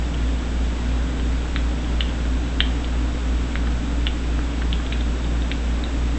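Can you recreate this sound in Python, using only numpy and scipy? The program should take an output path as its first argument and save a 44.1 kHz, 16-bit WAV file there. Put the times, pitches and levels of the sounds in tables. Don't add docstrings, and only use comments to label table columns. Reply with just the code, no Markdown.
import sys
import numpy as np
from scipy import signal
from scipy.fft import rfft, irfft
from scipy.io import wavfile

SR = 44100
rng = np.random.default_rng(int(sys.argv[2]) if len(sys.argv) > 2 else 0)


def master(y):
    cut = np.clip(np.atleast_2d(y).T, -1, 1)
    pcm = np.round(cut * 32767)
    wavfile.write(sys.argv[1], SR, pcm.astype(np.int16))


N = 272538
TIME = np.arange(N) / SR

# frequency_hz, density_db_per_hz
AIR_RUMBLE = [(5, -63.5), (15, -51.5), (30, -58.5), (80, -58), (128, -59), (155, -54), (200, -59),
              (235, -58.5), (258, -53.5), (273, -54.5), (293, -52.5), (330, -62.5), (500, -66),
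              (1000, -90.5)]
# frequency_hz, density_db_per_hz
ROOM_RUSH = [(200, -92.5), (600, -68), (1000, -71), (1220, -72), (1450, -70.5), (2000, -75), (2500, -75),
             (2950, -76.5), (3550, -76.5), (3950, -79.5), (4400, -96)]
# multiple_of_speed, rms_db
MOTOR_HARMONICS = [(1, -22.5), (2, -45.5), (3, -43), (4, -42), (6, -54.5)]
# pitch_hz, rms_db
HOUSE_DRONES = [(17.3, -38), (22.9, -49), (75.7, -52), (120, -44), (258.5, -41.5), (290, -45),
                (310.3, -53.5)]
# delay_s, gain_db
NEAR_ECHOES = [(.0031, -20.5), (.0046, -16), (.0072, -12), (.0099, -14.5), (0.016, -25.5), (0.018, -26.5)]
# frequency_hz, t60_s
ROOM_RING_TIMES = [(1000, 0.48), (2400, 0.33), (3250, 0.43), (4200, 0.33)]
# frequency_hz, gain_db
ROOM_RESPONSE = [(1000, -6.5), (2100, -4), (2550, 4), (2920, -3.5), (3350, -2), (4200, -1.5)]
# start_s, horn_db, horn_hz, horn_swell_s, mouth_db, mouth_hz, slip_count
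BEAK_TICKS = [(0.143, -22, 3040, 0.00062, -41, 1770, 1), (1.197, -29.5, 3070, .001, -25.5, 1690, 1),
              (1.5642, -28, 3500, .0005, -37, 1700, 3), (1.571, -27, 3200, .0006, -28, 1700, 1),
              (1.8462, -26, 3230, 0.00058, -42, 1490, 1), (2.0172, -26, 3400, 0.0007, -38, 1700, 1),
              (2.0275, -33, 3550, 0.00075, -44, 1700, 2), (2.0922, -26, 3220, .0008, -30, 2500, 1),
              (2.2533, -31.5, 3230, .0006, -26, 1440, 2), (3.6704, -28, 2700, .0004, -23, 1480, 4),
              (4.075, -23, 3230, .0005, -30, 2300, 2), (4.3907, -28, 2310, .0006, -18, 1500, 1),
              (4.6191, -25, 2700, 0.0005, -17, 1660, 1), (4.6212, -32, 2650, 0.0005, -26, 1700, 4),
              (4.7994, -38, 2790, .0006, -22.5, 1390, 2), (4.8646, -25.5, 3430, .0008, -26, 2330, 1),
              (4.9232, -22.5, 3100, 0.00055, -24, 1910, 2), (4.9238, -23, 3100, 0.00052, -24, 2100, 7),
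              (5.0077, -29, 3570, 0.00065, -30, 1510, 1), (5.0102, -27, 3570, 0.0008, -38, 1500, 1),
              (5.244, -29, 3590, .0006, -39, 1400, 2), (5.421, -27, 3650, 0.00078, -28, 1620, 1),
              (5.5207, -27, 3400, 0.00057, -32, 2100, 1), (5.8386, -21.5, 3800, 0.0009, -28, 1550, 1)]
# start_s, horn_db, horn_hz, horn_swell_s, mouth_db, mouth_hz,
# crack_db, rebound_delay_s, rebound_db, rebound_hz, rebound_swell_s
BEAK_SNAPS = [(1.5612, -30, 3360, 0.0019, -15.5, 1600, -13.5, 0.00056, -11, 1900, 0.00021),
              (2.0065, -12, 3250, 0.0018, -15.2, 1800, -12, .00132, -6.5, 3100, 0.00074),
              (2.6041, -3, 3160, 0.00093, -5, 1790, -22, .00209, -6.5, 3630, 0.00041),
              (2.8444, -22, 3040, 0.00036, -26, 2270, -24, .00136, -20.5, 3200, 0.00044),
              (3.5555, -27.5, 2930, 0.0015, -11.5, 1760, -23, 0.00084, -23, 1800, 0.00075),
              (4.0683, -7.5, 3070, 0.00049, -15, 1750, -28, 0.001424, -15, 3190, 0.00043),
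              (4.7286, -13, 3370, .00072, -19, 2390, -21, .00124, -18, 2970, 0.00043),
              (5.5151, -16.5, 3280, 0.001, -13.5, 2200, -25, .00142, -14, 3680, 0.00035)]
# frequency_hz, density_db_per_hz
RECORDER_HISS = [(3000, -91.5), (4400, -82.5), (6000, -85), (7600, -85), (8000, -94)]


def gain_of(db):
    return 10 ** (np.asarray(db) / 20)


def curve_at(points, hz):
    point_hz, values = np.transpose(points)
    return np.interp(np.log(hz + 1), np.log(point_hz + 1), values)


def add(mix, start_s, sound):
    part = mix[round(start_s * SR):][:len(sound)]
    part += sound[:len(part)]


def equalise(sound, curve):
    gains = gain_of(curve_at(curve, np.fft.rfftfreq(N, 1 / SR)))
    return irfft(rfft(sound) * gains, N)


def low_pass(sound, cutoff_hz, taps):
    kernel = signal.firwin(taps, cutoff_hz, window=("kaiser", 8), fs=SR)
    return signal.oaconvolve(sound, kernel, "same")


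def noise(spectrum):
    return equalise(rng.standard_normal(N), spectrum) * np.sqrt(SR / 2)


def drift(fastest_hz):
    rates_hz = np.geomspace(fastest_hz / 10, fastest_hz, 20)[:, None]
    coarse_s = TIME[::256]
    waves = np.sin(2 * np.pi * (rates_hz * coarse_s + rng.random(rates_hz.shape)))
    return np.interp(TIME, coarse_s, waves.sum(0) / np.sqrt(10))


def tone(rms_db, turns):
    return gain_of(rms_db) * np.sqrt(2) * np.cos(2 * np.pi * turns)


def room_air():
    return noise(AIR_RUMBLE) + noise(ROOM_RUSH)


def house_drones(waver_turns=0.22):
    return sum(tone(db, hz * TIME + rng.random() + waver_turns * drift(fastest_hz=2.2))
               for hz, db in HOUSE_DRONES)


def motor_hum(main_hz=58.44, second_hz=55.494, second_db=-34, in_step_s=0.28, slip_turns=0.0018):
    since_s = TIME - in_step_s
    turns = main_hz * since_s + slip_turns * drift(fastest_hz=0.84)
    hum = tone(second_db, second_hz * since_s)
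    for multiple, rms_db in MOTOR_HARMONICS:
        phase_turns = (multiple > 1) * rng.random()
        hum += tone(rms_db, multiple * turns + phase_turns)
    return hum


def room_tail(gain_db=-7.5, build_up_s=0.0012, reflections_per_s=4000):
    t = np.arange(SR // 2) / SR
    reflections = rng.choice([-1., 1.], len(t)) * (rng.random(len(t)) < reflections_per_s / SR)
    hz, age_s, bands = signal.stft(reflections, SR, nperseg=256)
    decay = gain_of(-60 * age_s / curve_at(ROOM_RING_TIMES, hz[:, None]))
    tail = signal.istft(bands * decay, SR)[1][:len(t)]
    tail *= 1 - np.exp(-t / build_up_s)
    return gain_of(gain_db) * tail / np.linalg.norm(tail)


def room_answer(direct, tail_crossfade_s=3.3):
    fade_angle = 2 * np.pi * TIME / tail_crossfade_s
    reflected = sum(signal.fftconvolve(direct * share, room_tail())[:N]
                    for share in (np.cos(fade_angle), np.sin(fade_angle)))
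    for delay_s, gain_db in NEAR_ECHOES:
        add(reflected, delay_s, gain_of(gain_db) * direct)
    return equalise(reflected, ROOM_RESPONSE)


def ring(level_db, pitch_hz, swell_s):
    t = np.arange(SR // 80) / SR
    age = t / swell_s
    envelope = age ** 2 * np.exp(2 - 2 * age)
    return gain_of(level_db) * envelope * np.sin(2 * np.pi * pitch_hz * t)


def beak_contact(horn_db, horn_hz, horn_swell_s, mouth_db, mouth_hz, crack_db):
    crack = ring(crack_db, pitch_hz=3720, swell_s=0.00046)
    horn = ring(horn_db, horn_hz, horn_swell_s)
    mouth = ring(mouth_db, mouth_hz, swell_s=0.00053)
    return crack + horn + mouth


def beak_ticks(gap_s=0.0015, scatter_gaps=0.31, detune=0.26, fade_db_per_slip=-1):
    ticks = np.zeros(N)
    for start_s, horn_db, horn_hz, swell_s, mouth_db, mouth_hz, slip_count in BEAK_TICKS:
        for k in range(round(slip_count)):
            late, horn_shift, mouth_shift = rng.uniform(-1.1, 1, 3) * (k > 0)
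            slip = beak_contact(horn_db, horn_hz * (1 + detune * horn_shift), swell_s,
                                mouth_db, mouth_hz * (1 + detune * mouth_shift), crack_db=horn_db - 9)
            slip_s = start_s + gap_s * (k + scatter_gaps * late)
            add(ticks, slip_s, gain_of(fade_db_per_slip * k) * slip)
    return ticks


def beak_snaps():
    snaps = np.zeros(N)
    for start_s, *contact, delay_s, rebound_db, rebound_hz, rebound_swell_s in BEAK_SNAPS:
        snap = beak_contact(*contact)
        add(snap, delay_s, ring(rebound_db, rebound_hz, rebound_swell_s))
        add(snaps, start_s, snap)
    return snaps


def mouth_hollow(clicks, notch_hz=2575, width_hz=110, depth_db=-12):
    notched = signal.lfilter(*signal.iirnotch(notch_hz, notch_hz / width_hz, fs=SR), clicks)
    return notched + gain_of(depth_db) * (clicks - notched)


def parrot(bass_cut_hz=950):
    bass_cut = signal.butter(2, bass_cut_hz, "high", fs=SR, output="sos")
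    return mouth_hollow(signal.sosfilt(bass_cut, beak_snaps() + beak_ticks()))


def scene():
    clicks = parrot()
    return (clicks + room_answer(clicks) + motor_hum() + house_drones() + room_air())[None]


def record(dry, ceiling=0.72, band_hz=4225, hum_top_hz=85, clock_hz=8000, clock_db=-53, top_cut_hz=8060):
    overloaded = np.clip(dry[0], -ceiling, ceiling)
    narrow = low_pass(overloaded, band_hz, taps=161)
    hum_polarity = np.sign(low_pass(narrow, hum_top_hz, taps=3001))
    clock = gain_of(clock_db) * np.cos(2 * np.pi * clock_hz * TIME)
    whine = hum_polarity * clock
    return low_pass(narrow + whine + noise(RECORDER_HISS), top_cut_hz, taps=701)[None]


dry = scene()
out = record(dry)
master(out)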